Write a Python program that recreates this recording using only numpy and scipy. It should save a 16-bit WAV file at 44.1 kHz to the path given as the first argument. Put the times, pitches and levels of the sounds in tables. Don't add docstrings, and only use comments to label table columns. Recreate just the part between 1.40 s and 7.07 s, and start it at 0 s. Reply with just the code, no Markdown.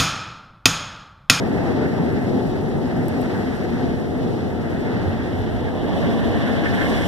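import sys
import numpy as np
from scipy import signal
from scipy.fft import rfft, irfft
from scipy.io import wavfile
from scipy.ndimage import uniform_filter1d

SR = 44100
rng = np.random.default_rng(int(sys.argv[2]) if len(sys.argv) > 2 else 0)


def dump_mix(stems):
    frames = np.atleast_2d(stems).T
    limited = np.clip(frames, -1, 1)
    pcm = np.round(limited * 32767).astype(np.int16)
    wavfile.write(sys.argv[1], SR, pcm)


N = 250047
TIME = np.arange(N) / SR
HZ = np.maximum(np.arange(N // 2 + 1) * SR / N, 1)
SIDES = np.array([[.5], [-.5]])

SWEEP_PERIOD_S, SWEEP_HIT_S = 1.647, 0.39
LEAN_START_S, LEAN_TAKES_S = 4.307, 0.25
BLAST_START_S, BLAST_RISE_S = 5.18, 0.34
SHEET_MIDDLE_S, SHEET_LENGTH_S = 2, 0.79


def from_db(db):
    return 10 ** (np.asarray(db) / 20)


def unit_rms(x):
    return x / np.sqrt(np.mean(x ** 2) + 1e-20)


def ramp(start_s, takes_s):
    return np.clip((TIME - start_s) / takes_s, 0, 1)


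def swell(middle_s, length_s):
    return np.exp(-(2 * (TIME - middle_s) / length_s) ** 2)


def drift(rate_hz):
    return unit_rms(irfft(rfft(rng.standard_normal(N)) / (1 + (HZ / rate_hz) ** 2), N))


def over_time(rows):
    return np.interp(TIME, *np.transpose(rows))


def over_pitch(rows):
    hz, *columns = np.transpose(rows)
    return [np.interp(np.log(HZ), np.log(hz), column) for column in columns]


def ring(clicks, hz, t60_s):
    decay, step = from_db(-60 / (t60_s * SR)), 2 * np.pi * hz / SR
    return signal.lfilter([0, np.sin(step)], [1, -2 * decay * np.cos(step), decay ** 2], clicks + 1e-18)


def turbulence(colour, modes=()):
    level_db, = over_pitch(colour)
    for hz, width_hz, lift_db in modes:
        level_db = level_db + lift_db / (1 + (2 * (HZ - hz) / width_hz) ** 2)
    return rfft(rng.standard_normal((2, N))) * from_db(level_db)


def air_level(db, sweep_db=0, roll_db_per_s=0, lean_db=0, blast_db=0):
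    sweep = np.cos(2 * np.pi * (TIME - SWEEP_HIT_S) / SWEEP_PERIOD_S)
    return (db + sweep_db * sweep + roll_db_per_s * TIME
            + lean_db * ramp(LEAN_START_S, LEAN_TAKES_S) + blast_db * ramp(BLAST_START_S, BLAST_RISE_S))


# middle and length in seconds, then lift in dB of the buffeting,
# the roar, its bite and the window rush.
GUST_HITS = [(0.28, 0.18, 4, 0, 2.5, 0.79), (0.426, 0.072, 2, 2, -1, 2.1),
             (0.619, 0.053, -3, 3.5, -1.5, 0.5), (0.732, 0.078, 7, 2, -3.5, -0.49),
             (0.95, 0.16, 1, 3, -1, 1.2), (1.383, 0.066, 3.5, 1.2, 2.5, -2.1),
             (1.598, 0.065, 1, 3, -1.5, -0.94), (1.784, 0.064, 2, 1.5, 2.5, 0),
             (1.997, 0.11, 0, 0, 0.5, -0.89), (2.45, 0.19, 0.5, 2.6, -2, 1.3),
             (2.867, 0.17, 0.5, 2.5, -0.5, 0.58), (3.534, 0.19, -3.5, 2.5, 0, 1.3),
             (3.686, 0.11, 8, 1, -0.5, 0), (3.997, 0.054, 11, -1, 0, 0.16), (4.18, 0.21, 4, 0, 0.5, 0.48),
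             (4.696, 0.089, 2, 3, -2.5, 0.34), (4.88, 0.14, 7, 0.5, 0.5, -0.26),
             (5.517, 0.13, 3, 0, 4, -0.5)]
# middle and length in seconds, dip in dB of roar and buffeting,
# dip in dB of the window rush.
GUST_LULLS = [(0, 0.25, 0.5, 0.54), (0.51, 0.066, 1, 0.5), (2.157, 0.11, 2, 1.5), (2.652, 0.19, 0.7, 0.3),
              (3.19, 0.13, 0.5, 1.8), (4.345, 0.1, 0, 1.1)]
def gust_db(layer):
    buffet, roar, bite, rush = sum(np.outer(lifts, swell(s, length)) for s, length, *lifts in GUST_HITS)
    body_dip, rush_dip = sum(np.outer(dips, swell(s, length)) for s, length, *dips in GUST_LULLS)
    rides = dict(buffet=buffet - body_dip, roar=roar - body_dip, bite=bite, rush=rush - rush_dip)
    return rides[layer]


def fan_drone(hz=258.6, waver_hz=3.64, base_db=-40, gust_depth=2.8):
    phase = 2 * np.pi * np.cumsum(hz + waver_hz * drift(6.7)) / SR
    return from_db(base_db + gust_depth * gust_db("roar")) * unit_rms(np.sin(phase))


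def jet_whine(hz=1770, waver_hz=11, base_db=-41.5, flutter_db=5.5, left_lead_rad=2):
    phase = 2 * np.pi * np.cumsum(hz + waver_hz * drift(32)) / SR
    tone = unit_rms(np.sin(phase + left_lead_rad * SIDES))
    return from_db(base_db + flutter_db * drift(17)) * swell(middle_s=5, length_s=0.69) * tone


def spray_level():
    near_db = 5 * ramp(LEAN_START_S, takes_s=0.39)
    sheet_db = 2.5 * swell(SHEET_MIDDLE_S, SHEET_LENGTH_S)
    return air_level(-56, roll_db_per_s=-0.55, blast_db=8) + near_db + sheet_db


def droplets(per_s, size_db):
    landed = rng.random(N) < per_s / SR
    sizes_db = spray_level() + size_db + 3 * np.minimum(rng.exponential(1, N), 3)
    return landed * from_db(sizes_db + rng.normal(0, 2.5, (2, N)))


# start in seconds, strength in dB, left over right in dB.
DROP_HITS = [(1.658, -30, 2), (1.6832, -15, 5), (1.8082, -26, 2), (1.817, -22.5, 2), (1.832, -34, 0)]
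# pitch in Hz, relative level in dB, seconds to fall 60 dB.
TICK_MODES = [(5600, -15, 0.0035), (7600, -14, 0.003), (8500, -9, 0.0045), (11200, -8, 0.003),
              (12500, -6.5, .0022)]
def drops(specks_per_s=2500, splash_db=-23, splash_t60_s=0.1):
    clicks = droplets(per_s=12, size_db=-1)
    specks = rng.standard_normal((2, N)) * (rng.random(N) < specks_per_s / SR)
    for start_s, strength_db, balance_db in DROP_HITS:
        size = from_db(strength_db + balance_db * SIDES)
        clicks[:, round(start_s * SR)] += size[:, 0]
        splash = (TIME > start_s) * from_db(splash_db - 60 * np.abs(TIME - start_s) / splash_t60_s)
        clicks += size * splash * specks
    return sum((-1) ** k * from_db(db) * ring(clicks, hz, t60_s)
               for k, (hz, db, t60_s) in enumerate(TICK_MODES)) / 2


# frequency in Hz, share of the opposite side subtracted from the left,
# the same for the right, its delay in milliseconds.
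RUSH_WIDTH = [(700, .5, .5, 0.34), (1160, 0.97, 0.84, 0.46), (1570, 0.89, 0.4, 0.47),
              (1830, 0.52, 0.39, 0.47), (2350, 0.87, 1, 0.44), (2750, 0.95, 0.25, 0.46),
              (3400, 0.58, 0.51, 0.429), (4700, 0.51, 0.38, 0.437), (5700, 0.38, 0.65, 0.435),
              (8000, .08, 0.44, 0.446), (13000, .22, 0.36, 0.451)]
def window_air(colour, flutter_db, balance_db, modes=()):
    spectra = turbulence(colour, modes)
    *shares, delay_ms = over_pitch(RUSH_WIDTH)
    shares = np.clip(shares, 0, 1)
    opposite = spectra[::-1] * np.exp(-2j * np.pi * HZ * delay_ms / 1000)
    wide = irfft((spectra - shares * opposite) / np.sqrt(1 + shares ** 2), N)
    return unit_rms(wide * from_db(flutter_db * drift(20) + balance_db * SIDES))


# frequency in Hz, relative level in dB.
SPRAY_COLOUR = [(3000, -38), (5300, 3), (6400, -1), (7500, -2), (9000, -3), (11300, -2), (12300, -4.5),
                (14000, -13), (16000, -29)]
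def spray():
    return from_db(spray_level()) * window_air(SPRAY_COLOUR, flutter_db=0.94, balance_db=0.5)


# frequency in Hz, relative level in dB.
SEAL_COLOUR = [(1400, -46), (2250, 1.5), (2650, -2.3), (3200, -0.5), (4000, -3), (5000, -4.5), (5800, -13),
               (7000, -16), (11000, -54)]
def seal_hiss():
    level_db = air_level(-46.5, sweep_db=1, roll_db_per_s=-0.56, lean_db=5.5, blast_db=3)
    level_db += 1.8 * swell(SHEET_MIDDLE_S, SHEET_LENGTH_S)
    return from_db(level_db) * window_air(SEAL_COLOUR, flutter_db=1.2, balance_db=-1.5)


# frequency in Hz, relative level in dB.
EDGE_COLOUR = [(1800, -45), (2650, -5), (2950, -1), (3080, -3), (3200, -1.5), (3450, -2), (3900, -6.5),
               (4700, -20), (7000, -44)]
# centre in Hz, width in Hz, lift in dB.
EDGE_PEAKS = [(2984, 65, 7.4), (3200, 98, 3), (3420, 130, 3.8)]
def edge_rush():
    level_db = air_level(-66, roll_db_per_s=4, lean_db=4.5, blast_db=1.5)
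    return from_db(level_db) * window_air(EDGE_COLOUR, flutter_db=1.2, balance_db=-1.5, modes=EDGE_PEAKS)


# frequency in Hz, relative level in dB.
PANE_COLOUR = [(900, -16), (1300, -12), (1480, -3.5), (1800, -2.5), (2080, -5), (2300, -8), (2650, -17),
               (4500, -47)]
# centre in Hz, width in Hz, lift in dB.
PANE_MODES = [(1634, 44, 8), (1780, 50, 7.5), (1960, 60, -1), (2120, 100, 9)]
# middle in seconds, length in seconds, lift in dB.
PANE_FLARES = [(5.06, 0.065, 4.5), (5.257, 0.1, 6.5), (5.391, 0.026, 9)]
def windscreen_ring():
    level_db = air_level(-65, sweep_db=1.5, roll_db_per_s=5, lean_db=1.5, blast_db=4)
    level_db += sum(lift_db * swell(s, length) for s, length, lift_db in PANE_FLARES)
    return from_db(level_db) * window_air(PANE_COLOUR, flutter_db=3.3, balance_db=-1.5, modes=PANE_MODES)


# frequency in Hz, relative level in dB.
GLASS_COLOUR = [(500, -51), (900, -1), (1100, -5), (1300, -1.5), (1600, 2), (1850, 3.5), (2100, 1),
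                (2350, -8.5), (2750, -11.5), (4500, -56)]
def glass_rush():
    level_db = air_level(-37, sweep_db=2, roll_db_per_s=-0.82, lean_db=6, blast_db=-2)
    return from_db(level_db) * window_air(GLASS_COLOUR, flutter_db=1.5, balance_db=-0.2)


def cabin_air(colour, image, modes=(), steady_s=0.125):
    likeness, lead_rad, balance_db = over_pitch(image)
    likeness = np.clip(likeness, 0, 1)
    shared, own = turbulence(colour, modes)
    left = shared * np.exp(1j * lead_rad)
    right = likeness * shared + np.sqrt(1 - likeness ** 2) * own
    air = irfft(np.array([left, right]) * from_db(balance_db * SIDES), N)
    power = uniform_filter1d(np.mean(air ** 2, axis=0), int(steady_s * SR))
    return unit_rms(air / np.sqrt(power + 1e-20))


# frequency in Hz, relative level in dB.
BUFFET_COLOUR = [(12, -48), (25, -25), (36, -10.5), (44, -11.5), (55, -4.5), (69, -11), (81, 1), (95, -0.5),
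                 (112, -3), (135, -18), (220, -67)]
# frequency in Hz, likeness of the sides
# from 0 to 1, left lead in radians, left over right in dB.
SEAT_IMAGE = [(42, 0.95, 4, -7), (92, 0.26, 2, -2), (145, 1, 1.39, 0.5), (243, 0.69, 0.84, 0),
              (320, 0.49, 0.0, 4.5), (417, 0.48, 0.55, 3.5), (628, 0.06, -0.47, 1.5), (770, 0.88, 0.5, 2),
              (1070, 0.93, -0.0, 2)]
def buffeting():
    level_db = air_level(-32.5, roll_db_per_s=0.68, lean_db=-1.5) + gust_db("buffet")
    return from_db(level_db) * cabin_air(BUFFET_COLOUR, SEAT_IMAGE)


# frequency in Hz, relative level in dB.
SEAT_COLOUR = [(60, -45), (105, -6.5), (125, -3), (205, -4), (250, -1), (300, -5), (385, -5.5), (480, -9),
               (550, -13), (700, -13), (850, -17), (1050, -27.5), (1300, -28), (2200, -87)]
SCREEN_COLOUR = [(60, -55), (100, -24), (120, -2), (205, -1.5), (300, 1), (370, -3.5), (490, -5.5),
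                 (600, -8), (760, -9.5), (900, -15), (1080, -19), (1350, -36.5), (2200, -72)]
# centre in Hz, width in Hz, lift in dB.
SEAT_WAVES = [(226.5, 8.6, 3.5), (254.5, 6.1, 4), (386, 7.4, -1.5), (498, 16, 2), (615, 23, 4),
              (725, 35, 3), (894, 26, 3.5)]
SCREEN_WAVES = [(135, 21, 9.4), (182.4, 20, 6.9), (231, 25, 8), (280, 8, 1.1), (420, 30, 2.2),
                (480, 22, 2.8), (585, 37, 4.7), (688.4, 17, 8.2), (819, 22, 3.1), (1000, 18, 3.2),
                (1140, 64, 8.4)]
SCREEN_IMAGE = [(139, 0.96, 2.58, 0.5), (230, 0.32, 1.98, 1.5), (344, 0.16, 1.2, 3), (440, 0.48, 0.69, 1),
                (650, 0.76, 0.25, 0), (1090, 1, 0.1, 0.2)]
# time in seconds, lift in dB.
BITE_RIDE = [(0, 1.5), (1.15, -1.4), (1.9, -0.4), (2.65, -0.4), (3.8, 0.5), (4.3, 2.5), (4.8, 0.4),
             (5.2, 1), (5.67, 2)]
# time in seconds, left over right in dB.
HEAD_TURN = [(0, 1), (3.1, 0.6), (4.5, -2.2), (5.2, 1.5), (5.67, 1)]
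def cabin_roar(bite_above_hz=504):
    lean = ramp(LEAN_START_S, LEAN_TAKES_S)
    seat = cabin_air(SEAT_COLOUR, SEAT_IMAGE, SEAT_WAVES)
    screen = cabin_air(SCREEN_COLOUR, SCREEN_IMAGE, SCREEN_WAVES)
    roar = np.sqrt(1 - lean) * seat + np.sqrt(lean) * screen
    bite = irfft(rfft(roar) / (1 + (bite_above_hz / HZ) ** 6), N)
    bite_db = over_time(BITE_RIDE) + gust_db("bite")
    roar += (from_db(bite_db) - 1) * bite
    level_db = air_level(-20.5, sweep_db=0.24, roll_db_per_s=-0.9234, lean_db=5) + gust_db("roar")
    return from_db(level_db + over_time(HEAD_TURN) * SIDES) * roar


def scene():
    body = cabin_roar() + buffeting()
    windows = from_db(gust_db("rush")) * (glass_rush() + windscreen_ring() + edge_rush() + seal_hiss())
    return body + windows + spray() + drops() + jet_whine() + fan_drone()


def record(dry):
    cutoff_hz = 14200
    return signal.sosfilt(signal.ellip(12, .1, 90, cutoff_hz, fs=SR, output="sos"), dry)


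dry = scene()
out = record(dry)
dump_mix(out)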